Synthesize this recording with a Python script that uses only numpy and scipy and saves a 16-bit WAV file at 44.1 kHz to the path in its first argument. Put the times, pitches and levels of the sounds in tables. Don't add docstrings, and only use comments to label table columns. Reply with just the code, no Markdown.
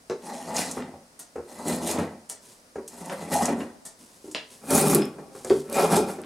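import sys
import numpy as np
from scipy import signal
from scipy.fft import rfft, irfft, next_fast_len
from scipy.io import wavfile
from scipy.ndimage import uniform_filter1d, map_coordinates

SR = 44100
rng = np.random.default_rng(int(sys.argv[2]) if len(sys.argv) > 2 else 0)


def log_audio(samples):
    frames = np.atleast_2d(samples).T
    limited = np.clip(frames, -1, 1)
    pcm = np.round(limited * 32767).astype(np.int16)
    wavfile.write(sys.argv[1], SR, pcm)


N = 275625


def amp(db):
    return 10 ** (np.asarray(db) / 20)


def unit(x):
    return x / np.sqrt(np.mean(x ** 2) + 1e-20)


def along(points, hz):
    f, v = np.transpose(points)
    return np.interp(np.log(hz + 1), np.log(f + 1), v)


def wobble(rate_hz):
    knots = rng.standard_normal(int(N * rate_hz / SR) + 4)
    return map_coordinates(knots, [np.arange(N) * rate_hz / SR])


def coloured(x, gain):
    n = x.shape[-1]
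    m = 2 * next_fast_len(n // 2 + 4096)
    log_gain = np.log(np.maximum(gain(np.fft.rfftfreq(m, 1 / SR)), 1e-6))
    cepstrum = irfft(log_gain, m)
    cepstrum[1:m // 2] *= 2
    cepstrum[m // 2 + 1:] = 0
    return irfft(rfft(x, m) * np.exp(rfft(cepstrum)), m)[..., :n]


def shaped(x, spectrum):
    return unit(coloured(x, lambda hz: amp(along(spectrum, hz))))


def add(track, s, sound, db):
    part = track[round(s * SR):][:len(sound)]
    part += amp(db) * sound[:len(part)] / np.abs(sound).max()


def burst(t60_s):
    t = np.arange(SR // 3) / SR
    return rng.standard_normal(len(t)) * amp(-60 * t / t60_s)


def fractures(rate_hz, spread_db):
    size = amp(spread_db * np.clip(rng.standard_normal(N), -2, 2)) * rng.choice([-1, 1], N)
    return unit(size * (rng.random(N) < rate_hz / SR))


def swell(start_s, length_s, rise, fade, drift=0):
    t = np.arange(N) / SR - start_s
    rising_db = rise * np.minimum(t, 0)
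    drift_db = drift * np.clip(t, 0, length_s)
    fading_db = fade * np.maximum(t - length_s, 0)
    return amp(rising_db + drift_db - fading_db)


def placed(x, wet_db):
    return np.array([x, amp(wet_db) * x]) / np.hypot(1, amp(wet_db))


# frequency in Hz, level in dB.
TONE_SPECTRUM = [(12, -21), (20, -2.5), (145, -2.5), (253, 6.5), (344, -2), (553, 1.5), (691, -0.5),
                 (966, -7), (1050, -6.5), (3490, -15), (5010, -8), (7200, -11.5), (9250, -8.5),
                 (15700, -31.5)]
# frequency in Hz, gain in dB.
TONE_SIDE = [(60, -7), (110, -6), (200, -19), (380, -9), (700, -6.5), (1290, 3.5), (2380, 0.5), (4400, -2),
             (8120, -6.5), (15000, 7)]


def room_tone(mid_db):
    mid, side = (shaped(rng.standard_normal(N), TONE_SPECTRUM) for part in range(2))
    side = coloured(side, lambda hz: amp(along(TONE_SIDE, hz)))
    return amp(mid_db) * np.array([mid + side, mid - side])


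# start in seconds, peak in dB, favoured frequency in Hz, bark crunch
# peak in dB, hardness 0-1, rebound gap in seconds, first rebound in dB relative to the knock.
KNOCKS = [(0.098, -21.5, 447, -25, 0.5, 0.019, 0), (0.77, -23.5, 383, -25.5, 0.8, 0.016, -3),
          (0.938, -35.5, 680, -49.5, 0.4, 0.026, -17), (1.357, -26, 453, -29.5, 0.84, 0.025, 3),
          (1.984, -18.5, 285, -22, 1, 0.033, -17), (2.757, -23, 467, -29.5, 0.85, 0.026, -0.5),
          (3.097, -30.5, 550, -24, 0.02, 0.025, -3), (3.503, -19.5, 360, -28, 0.6, .028, -14),
          (3.606, -26, 320, -28, 0.5, .028, -13), (4.002, -46, 266, -65, .35, 0.023, -14),
          (4.243, -33, 350, -64, 0.31, 0.032, -0.5), (4.349, -34, 305, -27.5, 0.6, .012, -17),
          (4.950, -10.5, 347, -30, .1, .038, -4), (5.184, -35, 494, -35, 0.4, 0.026, -16),
          (5.350, -34, 508, -38, 0.65, 0.029, -16), (5.447, -24.5, 520, -31, 1, 0.029, -3),
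          (5.504, -6.5, 392, -21, 0.25, 0.033, -11), (5.967, -12.5, 402, -39, 0.06, .028, -11),
          (6.186, -25.5, 335, -35, 0.9, .028, -17)]
# frequency in Hz, level in dB, t60 in seconds.
LOG_MODES = [(85, 0.5, 0.11), (148.5, -9.5, 0.32), (232.5, -6.5, 0.18), (249.3, -6.5, 0.27),
             (305.3, -4.5, 0.11), (361.5, -3, 0.074), (385.8, -1, 0.092), (428, -1, 0.082),
             (468, -3, 0.069), (515, -6.5, 0.12), (557.5, -7.5, 0.17), (790, 0, 0.039), (904, -17, 0.16),
             (1109, -17.5, 0.13), (1367, -16, 0.1)]
# frequency in Hz, level in dB per Hz.
CRUNCH_SPECTRUM = [(25, -29), (60, -28), (200, 0.5), (600, 2.5), (1400, -3.5), (2200, -12), (3500, -30.5),
                   (7000, -21), (15000, -41)]
REBOUND_LOSS_DB, REBOUND_PITCH, REBOUND_CRUNCH_DB = 10, 0.94, -8.5


def knocks(count=3):
    out, t = np.zeros(N), np.arange(SR // 2) / SR
    hz, level_db, t60_s = np.transpose(LOG_MODES)[:, :, None]
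    for s, db, favoured_hz, crunch_db, hardness, gap_s, rebound_db in KNOCKS:
        hardness = np.clip(hardness, .02, 1)
        for k in range(count):
            at_s = s + k * gap_s
            change_db = rebound_db - (k - 1) * REBOUND_LOSS_DB if k else 0
            pitch_offset = np.log(hz / (favoured_hz * REBOUND_PITCH ** k))
            weight = np.exp(-(pitch_offset / 0.18) ** 2) + .5 * hardness
            decay = amp(level_db + rng.normal(0, 1.3, hz.shape) - 60 * t / t60_s)
            phase = rng.normal(0, 0.64, hz.shape)
            modes = weight * decay * np.sin(2 * np.pi * hz * t + phase)
            ring = modes.sum(0) * (1 - np.exp(-t * hardness / 0.0012))
            radiated = coloured(ring, lambda f: f ** 2 / (f ** 2 + 150 ** 2))
            add(out, at_s, radiated, db + change_db)
            crunch = shaped(burst(t60_s=0.13), CRUNCH_SPECTRUM)
            add(out, at_s, crunch, crunch_db + change_db + k * REBOUND_CRUNCH_DB)
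    return out


# start in seconds, peak in dB, grating in dB relative to the hit.
CLACKS = [(0.098, -25.5, -26), (3.097, -26.5, -3), (4.348, -10.5, -18), (5.499, -20, -30)]
# frequency in Hz, level in dB per Hz.
CLACK_SPECTRUM = [(100, -24), (300, -4), (500, -1), (1100, -4), (1500, -9), (2100, -1), (3000, 0),
                  (4300, 0), (5500, -3), (8500, -13), (11000, -22), (15500, -40)]


def clack():
    out = np.zeros(N)
    for s, db, grating_db in CLACKS:
        contact = burst(t60_s=0.012) + amp(grating_db) * burst(t60_s=0.039)
        add(out, s, shaped(contact, CLACK_SPECTRUM), db)
    return out


# frequency in Hz, correlation from -1 to 1.
LIKENESS = [(25, 1), (60, 0.98), (130, .999), (330, 1), (450, 0.99), (600, 0.98), (800, 0.86), (1300, 0.61),
            (2200, 0.47), (5000, 0.8), (9000, 0.65), (13000, -0.69)]


def diffuse(pair):
    n = pair.shape[-1]
    turn = np.arccos(np.clip(along(LIKENESS, np.fft.rfftfreq(n, 1 / SR)), -1, 1)) / 2
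    mid, side = irfft(rfft(pair) * [np.cos(turn), np.sin(turn)], n)
    return np.array([mid + side, mid - side])


# frequency in Hz, t60 in seconds.
ROOM_T60 = [(100, 0.36), (400, 0.35), (1500, 0.33), (5000, 0.28), (10000, 0.17), (15000, 0.12)]


def workshop(x, count=26):
    out, hop, length = np.zeros((2, N + 2 * SR)), N // count, SR // 3
    for start in range(0, N + hop, hop):
        hz, t, z = signal.stft(rng.standard_normal((2, length)), SR, nperseg=256)
        decay = amp(-60 * t / along(ROOM_T60, hz)[:, None])
        tail = diffuse(signal.istft(z * decay, SR, nperseg=256)[1])
        tail = tail / np.linalg.norm(tail) * np.sqrt(2)
        span = np.arange(max(start - hop, 0), min(start + hop, N))
        part = x[span] * np.cos(np.pi / 2 * (span - start) / hop)
        wet = signal.fftconvolve(part[None], tail, axes=1)
        out[:, span[0] + round(.005 * SR):][:, :wet.shape[1]] += wet
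    return out[:, :N]


# start in seconds, skim
# length in seconds, skim in dB, pressure growth in dB per second, hiss in dB over the skim, run-out in dB,
# run-out fade in dB per second, rasp slope in dB per octave, tearing slope in dB per octave.
STROKES = [(0.251, 0.53, -42, -5.5, -4, -33.5, 118, 2, -2.5),
           (1.5, 0.49, -45, 26, -3.5, -26.5, 132, .2, -0.2),
           (2.924, 0.56, -49.5, 33.5, 0, -29, 93, 2, -0.1), (4.678, 0.28, -35.5, 32, -5, -21, 175, 0.1, 4),
           (5.167, 0.24, -49, -10, -19, -51, 120, -2.5, -3),
           (5.677, 0.29, -47.5, 64, -7, -26, 75, -0.06, 1.5)]
# start in seconds, length in seconds, log shudder in dB,
# blade rasp in dB, fibre tearing in dB.
BITES = [(0.504, 0.03, -35.5, -35, -66), (0.571, 0.045, -37.5, -31, -29), (1.679, 0.075, -27.5, -33.5, -34),
         (1.824, 0.025, -26.5, -36.5, -37.5), (1.872, 0.037, -30.5, -36.5, -30),
         (3.333, 0.11, -29, -29, -29), (3.59, 0.03, -32.5, -55, -49.5), (4.711, 0.03, -31, -29, -29),
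         (4.754, 0.057, -22, -23, -22), (4.874, 0.052, -22.5, -27.5, -24),
         (5.742, 0.028, -32.5, -28.5, -32.5), (5.789, 0.061, -27.5, -19, -30),
         (5.92, 0.053, -25, -20.5, -26.5), (6.087, 0.032, -45, -36, -40)]
BITE_RISE_DB_PER_S = [350, 356, 520]
BITE_SAG_DB_PER_S, BITE_FADE_DB_PER_S = 31, 316
SKIM_RISE_DB_PER_S, SKIM_FADE_DB_PER_S = 313, 402
SKIM_RASP_DB, HISS_GROWTH = -1.5, 0.11
RUNOUT_RISE_DB_PER_S, RUNOUT_HOLD_S = 1200, 0.0056
RUNOUT_RASP_DB, RUNOUT_HISS_DB = -6, -20.5


def stroke(start_s, length_s, skim_db, growth, hiss_db, runout_db, runout_fade):
    def skim(drift):
        return swell(start_s, length_s, SKIM_RISE_DB_PER_S, SKIM_FADE_DB_PER_S, drift)

    pressed = skim(growth)
    hiss = amp(hiss_db) * skim(HISS_GROWTH * growth)
    parts = [amp(skim_db) * np.array([pressed, amp(SKIM_RASP_DB) * pressed, hiss])]
    runout = amp(runout_db) * swell(start_s + length_s, RUNOUT_HOLD_S, RUNOUT_RISE_DB_PER_S, runout_fade)
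    parts.append(np.array([runout, amp(RUNOUT_RASP_DB) * runout, amp(RUNOUT_HISS_DB) * runout]))
    for s, hold_s, *levels_db in BITES:
        if start_s <= s < start_s + length_s + .2:
            bite = [amp(db) * swell(s, hold_s, rise, BITE_FADE_DB_PER_S, -BITE_SAG_DB_PER_S)
                    for db, rise in zip(levels_db, BITE_RISE_DB_PER_S)]
            parts.append(np.array(bite))
    return np.sqrt(sum(part ** 2 for part in parts))


def fluttering(x, patchy_db):
    z = signal.stft(x, nperseg=256)[2]
    field = uniform_filter1d(rng.standard_normal(z.shape), size=6, axis=0)
    field = uniform_filter1d(field, size=7, axis=1)
    return unit(signal.istft(z * amp(patchy_db * unit(field)), nperseg=256)[1][:N])


def tilted(x, slope):
    octaves = np.log2(np.fft.rfftfreq(N, 1 / SR) + 1)
    return unit(irfft(rfft(x) * amp(slope * octaves), N))


# frequency in Hz, level in dB per Hz.
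FIRST_SPECTRUM = [(30, -46), (60, -27), (90, -2.5), (120, -24), (165, 1.5), (250, 0.5), (370, -3),
                  (700, -2.5), (950, -5), (1400, -19), (3200, -30), (8500, -20), (11000, -23), (15500, -39)]
SECOND_SPECTRUM = [(30, -43), (60, -25), (88, -5.5), (110, -15.5), (160, 1.5), (250, 2.5), (700, -7.5),
                   (1500, -16.5), (3200, -27.5), (6500, -26), (10000, -22.5), (12000, -27.5),
                   (15500, -40.5)]
# frequency in Hz, width in Hz, dB above the spectrum.
FIRST_PEAKS = [(242.2, 33, 9), (830, 150, 4), (1333, 80, 5), (1550, 150, 5), (1850, 92, 11), (2000, 85, 14),
               (2430, 170, 6.5), (2780, 83, 4), (3415, 33, 7), (4150, 190, 7), (5170, 120, 1),
               (5960, 170, -2), (6670, 200, 2)]
SECOND_PEAKS = [(154, 15.6, 9.2), (224, 61, 7.8), (394, 48, 8.8), (559, 46, 7.2), (790, 79, 7.4),
                (912, 53, 4.1), (1131, 26, 10.8), (1332, 85, 8.3), (2130, 44, 4.2), (2434, 110, 13.3),
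                (2770, 80, 3.1), (5130, 170, 2.5), (10100, 270, 1.4)]
SECOND_FROM_S = 4.2
SPLINTERS_DB = -6.5


def pull(cuts, spectrum, peaks, split_hz, bright_hz, catch_db, crackle_db):
    def body(hz):
        peaks_db = sum(db / (1 + (2 * (hz - f) / width) ** 2) for f, width, db in peaks)
        return amp(along(spectrum, hz) + peaks_db)

    def below(hz, edge_hz):
        return 1 / np.sqrt(1 + (hz / edge_hz) ** 10)

    def above(hz, edge_hz):
        return np.sqrt(1 - below(hz, edge_hz) ** 2)

    catch = catch_db * wobble(70)
    coarse = unit(fractures(rate_hz=600, spread_db=1) * amp(catch))
    fine = unit(fractures(rate_hz=7000, spread_db=2) * amp(catch + 0.67 * wobble(350)))
    log = unit(coloured(coarse, lambda hz: body(hz) * below(hz, split_hz)))
    blade = coloured(coarse + 0.92 * fine, lambda hz: body(hz) * above(hz, split_hz) * below(hz, bright_hz))
    blade = fluttering(blade, patchy_db=3.0)
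    splinters = amp(crackle_db) * fractures(rate_hz=110, spread_db=-3.0)
    shaving = coloured(fine + splinters, lambda hz: body(hz) * above(hz, bright_hz))
    shaving = fluttering(shaving, patchy_db=2.5)
    out = np.zeros(N)
    for *motion, rasp_slope, tear_slope in cuts:
        shudder, rasp, tear = stroke(*motion)
        out += shudder * log + rasp * tilted(blade, rasp_slope) + tear * tilted(shaving, tear_slope)
    return out


# start in seconds, length in seconds, pitch in Hz, pitch scatter in Hz, rms in dB.
CHATTER = [(0.255, 0.175, 820, 110, -40.5), (3.338, 0.09, 793, 83, -25.5), (5.775, 0.073, 730, 49.68, -32),
           (5.935, 0.054, 870, 46, -31.5), (3.602, 0.02, 2816, 120, -48.5), (5.011, 0.044, 5190, 75, -42.5)]


def chatter():
    out = np.zeros(N)
    for start_s, length_s, pitch_hz, scatter_hz, db in CHATTER:
        n = round(length_s * SR)
        drift = map_coordinates(rng.standard_normal(200), [np.arange(n) * 280 / SR], mode="mirror")
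        catch = map_coordinates(rng.standard_normal(200), [np.arange(n) * 130 / SR], mode="mirror")
        phase = 2 * np.pi * np.cumsum(pitch_hz + scatter_hz * drift) / SR
        tone = amp(3.4 * catch) * np.sin(phase)
        out[round(start_s * SR):][:n] += amp(db) * unit(tone * signal.windows.tukey(n, .25))
    return out


# start in seconds, peak in dB, t60 in seconds.
CHIPS = [(0.508, -34, 0.14), (0.821, -30, 0.095), (1.976, -25.5, 0.15), (3.496, -29.5, 0.17),
         (3.597, -32, 0.1), (4.985, -26, 0.12), (5.018, -23.5, 0.057), (6.236, -30.5, 0.12)]
# frequency in Hz, level in dB per Hz.
CHIP_SPECTRUM = [(300, -37), (800, -11), (1300, 11), (2000, 9), (3200, 6), (4500, 1), (15000, -39)]


def chips():
    out, t = np.zeros(N), np.arange(SR // 4) / SR
    for s, db, t60_s in CHIPS:
        ticks = rng.standard_normal(len(t)) * (rng.random(len(t)) < 700 / SR)
        add(out, s, shaped(ticks * amp(-60 * t / t60_s), CHIP_SPECTRUM), db)
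    return out


# start in seconds, peak in dB, centre in Hz, t60 in seconds.
SNAPS = [(0.565, -15, 6300, 0.061), (0.712, -18, 7500, 0.054), (1.196, -33, 11500, 0.036),
         (1.682, -17, 8900, 0.047), (1.762, -22, 10000, .012), (1.875, -18, 9200, 0.025),
         (1.912, -17, 8000, .02), (2.298, -20, 8600, 0.013), (2.878, -28, 8200, 0.096),
         (3.058, -29, 8600, 0.034), (3.339, -16.5, 8940, 0.072), (3.455, -11, 7300, 0.041),
         (4.313, -33.5, 7600, 0.14), (4.706, -12, 10900, 0.0074), (4.753, -10, 11000, 0.025),
         (4.815, -10, 10200, .003), (4.883, -11, 10500, .003), (4.948, -0.5, 10600, 0.0055),
         (4.952, -8.5, 9400, 0.022), (5.055, -26, 9700, 0.004), (5.447, -24.5, 7400, 0.029),
         (5.699, -27, 10100, 0.0069), (5.728, -20, 9900, 0.0091), (5.966, -13, 9200, .015),
         (6.217, -31, 9800, 0.0055)]


def snaps():
    out = np.zeros(N)
    for s, db, centre_hz, t60_s in SNAPS:
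        def band(hz):
            narrow = np.exp(-(np.log((hz + 1) / centre_hz) / 0.33) ** 2)
            return narrow + 0.27 * np.exp(-np.log((hz + 1) / 5000) ** 2)

        add(out, s, coloured(burst(t60_s), band), db)
    return out


# start in seconds, peak in dB.
FALLS = [(1.190, -25.5), (2.291, -27.5), (2.297, -22), (3.851, -23.5)]
# frequency in Hz, level in dB per Hz.
FALL_SPECTRUM = [(59, -48), (100, -25), (214, -7.5), (276, -10.5), (532, -9), (617, -5), (1410, -12),
                 (1530, -18), (1780, -9), (2390, -20), (4060, -14), (8880, 0.5), (15700, -22.5)]


def falls():
    out, t = np.zeros(N), np.arange(SR // 3) / SR
    for s, db in FALLS:
        landing = burst(t60_s=0.044) * (1 - np.exp(-t / 0.013))
        add(out, s, shaped(landing, FALL_SPECTRUM), db)
    return out


# start in seconds, length in seconds, level in dB.
BRUSHES = [(2.438, 0.086, -53), (4.006, 0.029, -52.5), (4.138, 0.018, -58), (4.255, 0.024, -54.5),
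           (4.514, 0.031, -49.5), (5.358, 0.022, -49.5), (5.474, 0.11, -46)]
# frequency in Hz, level in dB per Hz.
CLOTH_SPECTRUM = [(59, -69), (100, -7.5), (233, -1), (294, -21), (364, -1), (567, -10), (658, -28),
                  (983, -3.5), (1210, -19.5), (9460, -8.5), (15700, -24)]
BRUSH_RISE_DB_PER_S, BRUSH_FADE_DB_PER_S = 402, 137


def brushing():
    level = sum(amp(db) * swell(s, length_s, BRUSH_RISE_DB_PER_S, BRUSH_FADE_DB_PER_S)
                for s, length_s, db in BRUSHES)
    return level * shaped(fractures(rate_hz=5400, spread_db=7.0), CLOTH_SPECTRUM)


# frequency in Hz, gain in dB.
ECHO = [(200, -3), (450, -2), (800, -0.5)]


def scene():
    first_cuts = [row for row in STROKES if row[0] < SECOND_FROM_S]
    second_cuts = [row for row in STROKES if row[0] >= SECOND_FROM_S]
    first = pull(first_cuts, FIRST_SPECTRUM, FIRST_PEAKS, split_hz=503, bright_hz=2960,
                 catch_db=2.5, crackle_db=SPLINTERS_DB)
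    second = pull(second_cuts, SECOND_SPECTRUM, SECOND_PEAKS, split_hz=468, bright_hz=3660,
                  catch_db=2.0, crackle_db=SPLINTERS_DB)
    cutting = placed(amp(-0.67) * (first + second) + chips(), wet_db=-4)
    cutting = cutting + placed(chatter(), wet_db=-8.5) + placed(snaps(), wet_db=-8.5)
    contacts = placed(knocks(), wet_db=-6.0) + placed(clack(), wet_db=1)
    direct, sent = cutting + contacts + placed(falls(), wet_db=3.0) + placed(brushing(), wet_db=-15)
    echo = workshop(coloured(sent, lambda hz: amp(along(ECHO, hz))))
    return direct + echo + room_tone(mid_db=-58)


# frequency in Hz, dB more in the left.
LEFT = [(450, 0), (750, 1), (1200, 2), (1600, 0), (12000, .3)]
# frequency in Hz, left lag in radians.
LAG = [(9000, 0.021), (11500, 0.91), (13200, 1.4), (16000, 2.4)]
TOP_HZ = 15900


def record(dry):
    m = next_fast_len(N + 8192)
    hz = np.fft.rfftfreq(m, 1 / SR)
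    gains = amp(np.outer([.5, -.5], along(LEFT, hz)))
    phases = np.exp(1j * np.outer([-.5, .5], along(LAG, hz)))
    return irfft(rfft(np.clip(dry, -1, 1), m) * gains * phases * (hz < TOP_HZ), m)[:, :N]


dry = scene()
out = record(dry)
log_audio(out)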